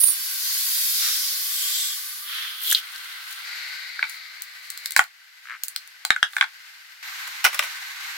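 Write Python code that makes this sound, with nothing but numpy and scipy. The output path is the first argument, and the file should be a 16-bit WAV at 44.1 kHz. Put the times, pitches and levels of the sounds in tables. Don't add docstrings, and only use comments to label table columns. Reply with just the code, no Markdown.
import sys
import numpy as np
from scipy import signal
from scipy.fft import rfft, irfft
from scipy.io import wavfile
from scipy.ndimage import uniform_filter1d, map_coordinates

SR = 44100
rng = np.random.default_rng(int(sys.argv[2]) if len(sys.argv) > 2 else 0)


def bounce(signal):
    frames = np.transpose(np.atleast_2d(signal))
    limited = np.clip(frames, -1, 1)
    pcm = np.round(limited * 32767).astype(np.int16)
    wavfile.write(sys.argv[1], SR, pcm)


N = 360297
TIME_S = np.arange(N) / SR
SHORT_SAMPLES = 8192
DISC_START_S, JARS_START_S, END_S = 3.45, 7.028, N / SR

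# (time [s], level [dB])
FLOW = [(0.15, -32.5), (0.38, -31.5), (0.61, -28), (0.85, -26), (1.36, -31.5), (1.61, -29.5), (2.33, -41),
        (2.56, -45.5)]
# (frequency [Hz], level [dB])
JET_SPECTRUM = [(4000, -12), (6500, -16), (8500, -4), (10000, 2), (11700, 5.5), (12800, 0), (14500, 4),
                (16000, 0.5)]
SPLASH_SPECTRUM = [(600, -71), (1100, -17), (2000, -5.5), (2700, -6), (3400, -0.5), (4700, 3), (6000, 0),
                   (7500, -1.5), (10000, -10.5)]
GURGLE_SPECTRUM = [(350, -68), (800, -13.5), (1300, 9.5), (2000, 10), (2700, 6), (4000, -14.5)]
# (time [s], level [dB], rise [s], fall [s], lower ring [Hz], upper ring [Hz])
SURGES = [(0.5, -31.5, 0.191, 0.19, 4510, 6730), (1.06, -24.5, 0.18, 0.16, 3765, 5490),
          (1.25, -28.5, 0.19, 0.28, 4620, 5300), (1.79, -25.5, 0.35, 0.22, 3376, 7500)]
# (time [s], level [dB], rise [s], fall [s])
GURGLES = [(1.06, -35, 0.08, 0.15), (2.35, -35.5, 0.12, 0.32)]
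# (time [s], level [dB])
OVERLOAD_PUFFS = [(0.04, -41.5), (0.086, -45)]
# (time [s], hollow tone [dB], hiss [dB], rise [s], fall [s])
GULPS = [(2.34, -32, -59, 0.11, 0.38), (2.72, -27, -23.5, 0.125, 0.028), (2.768, -27, -33, 0.036, 0.049)]
# (time [s], level [dB], pitch [Hz], relative crinkle [dB], t60 [s])
BALL_POPS = [(2.705, -14, 3100, -1, 0.0094), (2.712, -10, 3330, 5, 0.0093), (2.717, -18, 3500, -19, 0.011),
             (2.724, -16.5, 1710, 7, 0.019), (2.727, -13.5, 6470, 10, 0.018), (2.7478, 2, 3680, -14, 0.015),
             (2.771, -30, 3020, 2, 0.012), (2.870, -33, 2110, -2, 0.029), (2.96, -16.5, 4000, -11, 0.0052)]

DISC_KNOCKS = [(3.992, -23.5, -10, -20, -11, -35, 1610, 4570), (4.027, -15.5, 3, -17, -13, -34, 1577, 4000),
               (4.04, -28, 1, -8.5, -4, -19, 1520, 3660), (4.9634, -10, -1, -11, -5.5, -4, 1614, 4750),
               (4.992, -7, -6.5, -8, -12.5, -11, 1445, 3270), (6.05, -26.5, 0, -7, 6, 3.5, 1490, 4090),
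               (6.104, -8.5, -1, -22, -4.5, -17.5, 1572, 3750),
               (6.162, -20, -11, -28, -15, -22, 1505, 3250),
               (6.228, -10.5, -11, -29, -0.5, -18.5, 1642, 3350), (6.333, -41, -8, -2, 2, -15, 1630, 3650),
               (6.366, -17.5, -5, -15.5, -11, -15.5, 1580, 3700),
               (6.383, -27.5, -9, -14, -2, -22, 1560, 3460), (6.41, -11, 2, -9.5, -2.5, -23.5, 1570, 3360),
               (6.425, -18, -4, -14, -14, -20, 1600, 3530), (6.44, -26, -6, -10, -9, -25, 1570, 4370)]
# (time [s], level [dB], relative rim level [dB])
DISC_TICKS = [(4.096, -31.5, -8), (4.42, -26, -18), (4.702, -25, -10.5), (4.7748, -31.5, -2.5),
              (4.858, -23.5, 0.5), (4.907, -25, -9), (4.92, -27, -9), (4.974, -22, -5), (4.981, -26, -1),
              (5.039, -39, 2), (5.635, -20, -10.5), (5.682, -24.5, -10), (5.761, -25.5, 4),
              (5.875, -41, -10)]
# (frequency [Hz], level [dB], t60 [s])
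THUD_MODES = [(756, -15, 0.018), (879, 3, 0.021), (1140, -2, 0.044)]
# (pitch ratio, level [dB], t60 [s])
DISH_MODES = [(0.88, -9.5, 0.013), (1, -0.5, 0.015), (1.1, -8.5, 0.011), (1.39, 6, 0.0067)]
RIM_MODES = [(0.85, 0.5, 0.0094), (1, 6, 0.013), (1.13, -1, 0.011), (1.38, -14, 0.013)]
# (frequency [Hz], level [dB])
SNAP_SPECTRUM = [(2500, -20), (5000, -11.5), (7500, -1.5), (10500, -2.5), (13000, -5), (16000, -1)]

# (time [s], level [dB], rise [s], t60 [s], relative grit [dB])
JAR_KNOCKS = [(7.274, -38.5, 0.0013, 0.043, 1.5), (7.441, -18, 0.004, 0.033, -5),
              (7.448, -13, 0.00055, 0.053, -4.5), (7.462, -19, 0.0016, 0.036, -23),
              (7.527, -34, 0.002, 0.067, -3), (7.5438, -29.5, 0.0003, 0.05, -1),
              (7.5918, -18, 0.00015, 0.016, -8), (7.622, -28, 0.004, 0.041, -12),
              (7.633, -30, 0.0017, 0.12, -2.5)]
# (frequency [Hz], width [Hz], level [dB])
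JAR_MODES = [(354, 160, -15), (595, 106, -10), (920, 260, -5.5), (1210, 140, -0.5), (1484, 96, 4.5),
             (2000, 146, 2.5), (2330, 160, 1.5), (2920, 370, -1.5), (3900, 710, -9.5), (5670, 780, -10.5)]
# (frequency [Hz], level [dB])
GRIT_SPECTRUM = [(2000, -25), (4500, -4), (8000, 1), (12000, 0), (16000, -1)]
# (time [s], level [dB], rise [s], fall [s])
GRIT_PATCHES = [(2.95, -46, 0.18, 0.32), (3.31, -43, 0.088, 0.15), (4.11, -43.5, 0.042, 0.09),
                (4.85, -50.5, 0.57, 0.15), (6.35, -45.5, 0.08, 0.11)]

# (frequency [Hz], level [dB])
WHIRR_AT_BALL = [(120, -85), (200, -61.5), (683, -20.5), (791, -14.5), (1230, -3.5), (1350, -7), (1530, 1),
                 (1650, -3.5), (2090, 0.5), (2420, -3), (4270, -0.5), (4860, -5.5), (7140, -15),
                 (11700, -11.5), (16000, -14)]
WHIRR_AT_DISC = [(120, -85), (200, -51.5), (558, -32), (847, -19.5), (1110, -16), (1170, -13.5),
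                 (1340, -11.5), (1510, -9.5), (1680, -8), (2010, -6.5), (3330, -12.5), (4480, -10),
                 (5050, -12.5), (7000, -23.5), (9100, -62), (15400, -120)]
WHIRR_AT_JARS = [(120, -89), (200, -32), (440, -29.5), (511, -31), (698, -27), (752, -13), (859, -11.5),
                 (1120, -5.5), (1510, -4), (2070, -0.5), (3180, -7), (4100, -4), (7000, -15), (9100, -45),
                 (15400, -120)]
ENGINE_HISS = [(4500, -31), (6300, -6.5), (8000, -6.5), (10000, -11), (12000, -5), (15500, -13)]
# (time [s], level [dB])
ENGINE_LEVEL_AT_DISC = [(3.6, -36), (4.35, -44), (4.9, -44), (5.13, -51.5), (5.6, -48), (6.1, -47.5),
                        (7.0, -45.5)]
# (frequency [Hz], width [Hz], boost [dB])
GAP_RESONANCES = [(1543, 117, 8.5), (2030, 290, 4), (2960, 570, 1.5), (4350, 600, 1)]
# (time [s], frequency [Hz], level [dB])
WHEEL_NOTE = [(0, 1120, -57), (0.8, 1080, -55), (2.3, 1200, -54.5), (3.0, 1400, -51.5), (3.4, 1350, -52),
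              (3.8, 1550, -45.5), (4.3, 1230, -59), (4.9, 1130, -64)]
# (frequency [Hz], width [Hz], level [dB])
GROOVE_MODES = [(2107, 390, -0.3), (4255, 950, -1)]
# (time [s], level [dB], rise [s], fall [s])
TREAD_SWELLS = [(3.55, -39, 0.2, 1.27), (4.92, -47, 0.42, 0.1)]


def spray(jet_db=4, fresh_lift_db=8, jet_end_s=2.66, splash_end_s=2.18, wedge_hz=4650):
    flow = undb(curve(FLOW))
    nozzle = noise_band(11600 + 150 * walk(4), 900, likeness=0)
    jet = reflections(unit(colour(noise(), JET_SPECTRUM)) + undb(-9.5) * nozzle, 0.23)
    jet *= flow * undb(jet_db + fresh_lift_db * freshness() + 0.23 * walk(40)) * pan(1)
    patter = droplets(spread_db=1)
    wedge = noise_band(wedge_hz * (1 + 0.03 * walk(12)), 960, likeness=0) * undb(-9.5 + 2 * walk(25))
    splash = reflections(patter + wedge, 0.61) * flow
    return jet * gate(0, jet_end_s) + splash * gate(0, splash_end_s, fade_s=0.21)


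def droplets(spread_db):
    return unit(colour(noise() * undb(spread_db * rng.exponential(size=(2, N))), SPLASH_SPECTRUM))


def surges():
    patter = droplets(spread_db=1.8)
    waver = 1 + 0.025 * walk(12)
    out = 0
    for s, db, rise_s, fall_s, lower_hz, upper_hz in SURGES:
        lower = undb(-2.5) * noise_band(lower_hz * waver, 500, likeness=0)
        upper = undb(-3) * noise_band(upper_hz * waver, 930, likeness=0)
        out += undb(db) * swell(s, rise_s, fall_s) * unit(patter + lower + upper)
    rms = np.sqrt(np.mean(out ** 2))
    return rms * reflections(out, 0.58, count=4)


def gurgle():
    return unit(colour(noise(0.12), GURGLE_SPECTRUM)) * swells(GURGLES) * undb(2 * walk(130))


def whistle(level_db=-21.5, peak_lift_db=4.5):
    tone = noise_band(9470 + 30 * walk(58), 250)
    overblown = noise_band(10600, 790) + 0.94 * noise_band(13600, 500)
    peaks = sum(swell(s, 0.0066, 0.0166) for s, _ in OVERLOAD_PUFFS)
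    envelope = freshness() * undb(level_db + peak_lift_db * peaks + 1.5 * walk(250))
    return (tone + undb(-11) * overblown) * envelope * pan(-12)


def freshness(hold_s=0.066, release_s=0.089):
    return np.maximum(gate(0, hold_s), swell(hold_s, release_s, release_s))


def overload_puffs():
    out = np.zeros((2, N))
    for s, db in OVERLOAD_PUFFS:
        puff = colour(noise(0.93, SHORT_SAMPLES), [(200, -1), (700, -9.5), (1200, -7.5), (2000, -5.5)])
        add(out, s - 0.003, undb(db) * burst(puff * strike(0.0047, 0.016)) * pan(-35.5))
    return out


def ball_rebound():
    draught = unit(resonate(resonate(noise(0.068), 3700, 2150), 3400, 2500))
    hollow = unit(draught + 0.78 * noise_band(3300 + 50 * walk(11), 420)) * undb(0.64 * walk(150))
    hiss = unit(colour(noise(), [(4000, -20), (7000, -6.5), (10000, -3), (13000, 6), (16000, -3.5)]))
    hiss *= undb(2.95 * walk(240))
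    out = np.zeros((2, N))
    for s, hollow_db, hiss_db, rise_s, fall_s in GULPS:
        out += swell(s, rise_s, fall_s) * (undb(hollow_db) * hollow + undb(hiss_db) * hiss)
    for s, db, hz, crinkle_db, t60_s in BALL_POPS:
        modes = [(0.9, -5.5, t60_s), (1, -1.5, t60_s), (1.13, -5.5, t60_s), (1.3, -11, t60_s)]
        tone = ring(modes, rise_s=0.00041, detune=0.0062, spread_rad=0.22, pitch=hz)
        crinkle = colour(noise(size=SHORT_SAMPLES), SNAP_SPECTRUM) * strike(0.0002, 0.017)
        add(out, s, undb(db) * (tone + undb(crinkle_db) * crinkle))
    return out


def disc(knock_push_s=0.00046, tick_push_s=0.00049, delay_s=0.0004):
    out = np.zeros((2, N))
    for s, db, top_db, thud_db, rim_db, snap_db, dish_hz, rim_hz in DISC_KNOCKS:
        push_s = knock_push_s * 2 ** (-snap_db / 16)
        tilt_db_per_octave = 0.46 * min(snap_db, 0) - 5
        thud = undb(thud_db - 5.5) * burst(ring(THUD_MODES, push_s, detune=0.04, spread_rad=0.65))
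        body = thud + dish(dish_hz, push_s, top_db) + undb(rim_db) * rim(rim_hz, push_s)
        crack = undb(snap_db) * snap(push_s, tilt_db_per_octave)
        add(out, s + delay_s, undb(db) * (body + crack))
    for s, db, rim_db in DISC_TICKS:
        body = rim(4286, tick_push_s) + undb(-13) * dish(1555, tick_push_s)
        add(out, s + delay_s, undb(db) * (snap(tick_push_s) + undb(rim_db) * body))
    return colour(out, [(450, -22), (720, 0.5), (16000, -0.5)]) * pan(1)


def dish(hz, push_s, top_db=0):
    *lower, (ratio, db, t60_s) = DISH_MODES
    modes = lower + [(ratio, db + top_db, t60_s)]
    return undb(-3.5) * burst(ring(modes, push_s, detune=0.0078, spread_rad=0.38, pitch=hz))


def rim(hz, push_s):
    spectrum = [(2000, -8), (3000, 8.5), (5500, -0.5), (8000, -16.5), (12000, -44)]
    crunch = burst(colour(noise(0.33, SHORT_SAMPLES), spectrum) * strike(push_s, 0.014))
    tone = burst(ring(RIM_MODES, push_s, detune=0.0098, spread_rad=0.84, pitch=hz))
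    return undb(-7) * (tone + undb(-8) * crunch)


def snap(push_s, tilt_db_per_octave=0):
    spectrum = [(hz, db + tilt_db_per_octave * max(np.log2(hz / 7000), 0)) for hz, db in SNAP_SPECTRUM]
    return undb(-3.5) * burst(colour(noise(0.13, SHORT_SAMPLES), spectrum) * strike(push_s, 0.0057))


def creak(start_s=5.4555, end_s=5.568, first_gap_s=0.017, shortest_gap_s=0.0038):
    modes = [(1350, -4, 0.011), (1650, 0, 0.011), (2100, -3, 0.009),
             (4000, -18, 0.004), (7500, -26, 0.003)]
    out = np.zeros((2, N))
    s, gap_s = start_s, first_gap_s
    while s < end_s:
        add(out, s, ring(modes, rise_s=0.0002, detune=0.03, spread_rad=0.3))
        s += gap_s * np.exp(0.03 * rng.standard_normal())
        gap_s = shortest_gap_s + 0.77 * (gap_s - shortest_gap_s)
    out *= undb(-24.5) * swell(5.505, 0.085, 0.085) * pan(3)
    return colour(out, [(600, -26), (1100, -0.5), (16000, 9)])


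def jars():
    out = np.zeros((2, N))
    for s, db, rise_s, t60_s, grit_db in JAR_KNOCKS:
        envelope = strike(rise_s, t60_s)
        contacts = noise(0.56, SHORT_SAMPLES) * envelope
        walls = burst(sum((-1) ** k * undb(mode_db) * resonate(contacts, hz, width_hz)
                          for k, (hz, width_hz, mode_db) in enumerate(JAR_MODES)))
        grains = noise(size=SHORT_SAMPLES)
        grains *= np.repeat(undb(1.7 * rng.exponential(size=SHORT_SAMPLES // 32)), 32)
        grit = burst(colour(grains, GRIT_SPECTRUM) * envelope)
        add(out, s, undb(db) * (walls + undb(grit_db) * grit))
    return out


def wet_grit(grains_per_s=750, spread_db=3):
    hits = rng.random((2, N)) < grains_per_s / SR
    sizes = undb(spread_db * np.minimum(rng.exponential(size=(2, N)), 4))
    return unit(colour(hits * sizes * noise(), GRIT_SPECTRUM)) * swells(GRIT_PATCHES)


def engine(at_ball_db=-41, at_jars_db=-35, tyre_clear_s=2.82, clear_lift_db=4):
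    flutter = undb(0.8 * walk(60) + 0.6 * walk(9))
    lift_db = clear_lift_db * gate(tyre_clear_s, END_S, fade_s=0.34)
    whirr = unit(colour(noise(0.075), WHIRR_AT_BALL, GAP_RESONANCES))
    out = gate(0, DISC_START_S) * undb(at_ball_db + lift_db) * whirr * pan(0.87)
    places = [(DISC_START_S, JARS_START_S, curve(ENGINE_LEVEL_AT_DISC), WHIRR_AT_DISC, 2),
              (JARS_START_S, END_S, at_jars_db, WHIRR_AT_JARS, 0.3)]
    for start_s, end_s, db, spectrum, pan_db in places:
        whirr = unit(colour(noise(0.057), spectrum, GAP_RESONANCES))
        hiss = undb(-9.5) * unit(colour(noise(0.071), ENGINE_HISS))
        out += gate(start_s, end_s) * undb(db) * (whirr + hiss) * pan(pan_db)
    return out * flutter


def wheel_hollow():
    note = noise_band(curve(WHEEL_NOTE), 73, likeness=0.11)
    return note * undb(curve(WHEEL_NOTE, column=2)) * gate(0, WHEEL_NOTE[-1][0])


def tread_hum():
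    grooves = sum(undb(db) * noise_band(hz, width_hz, likeness=0.43) for hz, width_hz, db in GROOVE_MODES)
    return grooves * swells(TREAD_SWELLS) * pan(4.6)


def engine_whine(start_hz=13570, climb_hz_per_s2=400, start_db=-54, fade_db_per_s=8):
    elapsed_s = np.maximum(TIME_S - JARS_START_S, 0)
    whine = noise_band(start_hz + climb_hz_per_s2 * elapsed_s ** 2, 25)
    return whine * undb(start_db - fade_db_per_s * elapsed_s) * gate(JARS_START_S, END_S)


def underbody(x, t60_s, tail_db=-8, slap_s=0.022, slap_db=-25):
    tail = colour(noise(0.11, SHORT_SAMPLES), [(500, 1.5), (1500, -1.5), (5000, 1.5), (15000, -1.5)])
    tail *= strike(0.0026, t60_s)
    tail *= undb(tail_db) / np.sqrt(np.sum(tail ** 2) / 2)
    tail[:, int(slap_s * SR)] += undb(slap_db)
    return x + signal.fftconvolve(x, tail, axes=1)[:, :N]


def reflections(x, gain, count=6, drift=0.05):
    out = x.copy()
    for lag_s in rng.uniform(0.001, 0.009, count):
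        position = np.arange(N) - lag_s * SR * (1 + drift * walk(1.94))
        delayed = np.array([map_coordinates(channel, [position], order=2) for channel in x])
        out += gain * rng.choice([-1, 1]) * delayed
    return unit(out)


def ring(modes, rise_s, detune, spread_rad, pitch=1):
    t = TIME_S[:SHORT_SAMPLES]
    out = 0
    for frequency, db, t60_s in modes:
        shift, gain, lag = rng.standard_normal(3)
        phase = 2 * np.pi * (pitch * frequency * (1 + detune * shift) * t + rng.random())
        offset_rad = spread_rad * lag * np.array([[1], [-1]])
        out += undb(db + 2 * gain) * strike(rise_s, t60_s) * np.sin(phase + offset_rad)
    return out


def noise(likeness=0, size=N):
    both, left, right = rng.standard_normal((3, size))
    return np.sqrt(likeness) * both + np.sqrt(1 - likeness) * np.array([left, right])


def noise_band(hz, width_hz, likeness=0.08):
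    lowpass = signal.butter(2, width_hz / 2, fs=SR, output="sos")
    baseband = signal.sosfilt(lowpass, noise(likeness) + 1j * noise(likeness))
    phase = 2 * np.pi * np.cumsum(np.broadcast_to(hz, N)) / SR
    return unit(np.real(baseband * np.exp(1j * phase)))


def walk(rate_hz):
    hold = int(SR / rate_hz)
    steps = np.repeat(rng.standard_normal(N // hold + 1), hold)
    return 1.3 * uniform_filter1d(uniform_filter1d(steps, hold), hold)[:N]


def colour(x, spectrum, resonances=()):
    hz = np.fft.rfftfreq(x.shape[-1], 1 / SR) + 1
    point_hz, point_db = np.transpose(spectrum)
    db = np.interp(np.log(hz), np.log(point_hz), point_db)
    db -= 24 * np.maximum(np.log2(point_hz[0] / hz), 0)
    for centre_hz, width_hz, boost_db in resonances:
        db += boost_db / (1 + (2 * (hz - centre_hz) / width_hz) ** 2)
    return irfft(rfft(x) * undb(db), x.shape[-1])


def resonate(x, hz, width_hz):
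    return signal.lfilter(*signal.iirpeak(hz, hz / width_hz, fs=SR), x)


def strike(rise_s, t60_s):
    t = TIME_S[:SHORT_SAMPLES]
    return (1 - np.exp(-t / rise_s)) * np.exp(-np.log(1000) * t / t60_s)


def swell(peak_s, rise_s, fall_s):
    t = TIME_S - peak_s
    return undb(-20 * np.minimum(np.where(t < 0, t / rise_s, t / fall_s) ** 2, 10))


def swells(table):
    return sum(undb(db) * swell(s, rise_s, fall_s) for s, db, rise_s, fall_s in table)


def gate(start_s, end_s, fade_s=0.0027):
    return np.clip((TIME_S - start_s) / fade_s + 1, 0, 1) * np.clip((end_s - TIME_S) / fade_s + 1, 0, 1)


def curve(table, column=1):
    rows = np.array(table, float)
    return np.interp(TIME_S, rows[:, 0], rows[:, column])


def burst(x):
    return x / np.sqrt(np.mean(np.sum(x ** 2, axis=-1)) / 660 + 1e-20)


def unit(x):
    return x / np.sqrt(np.mean(x ** 2) + 1e-20)


def undb(db):
    return 10 ** (np.asarray(db) / 20)


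def pan(db):
    return undb(np.array([[db], [-db]]) / 2)


def add(out, s, x):
    i = int(s * SR)
    out[:, i:i + x.shape[1]] += x[:, :N - i]


def scene():
    leak = spray() + surges() + gurgle() + whistle() + overload_puffs()
    in_open = underbody(ball_rebound() + creak() + wet_grit(), t60_s=0.061)
    under_car = underbody(disc() + jars(), t60_s=0.13)
    car = engine() + wheel_hollow() + tread_hum() + engine_whine()
    return leak + in_open + under_car + car


def record(dry, low_cut_hz=480, top_hz=15850):
    highpass = signal.butter(4, low_cut_hz, "high", fs=SR, output="sos")
    lowpass = signal.ellip(10, 0.2, 80, top_hz, fs=SR, output="sos")
    clipped = np.clip(signal.sosfilt(highpass, dry), -1, 1)
    return signal.sosfilt(lowpass, clipped)


dry = scene()
out = record(dry)
bounce(out)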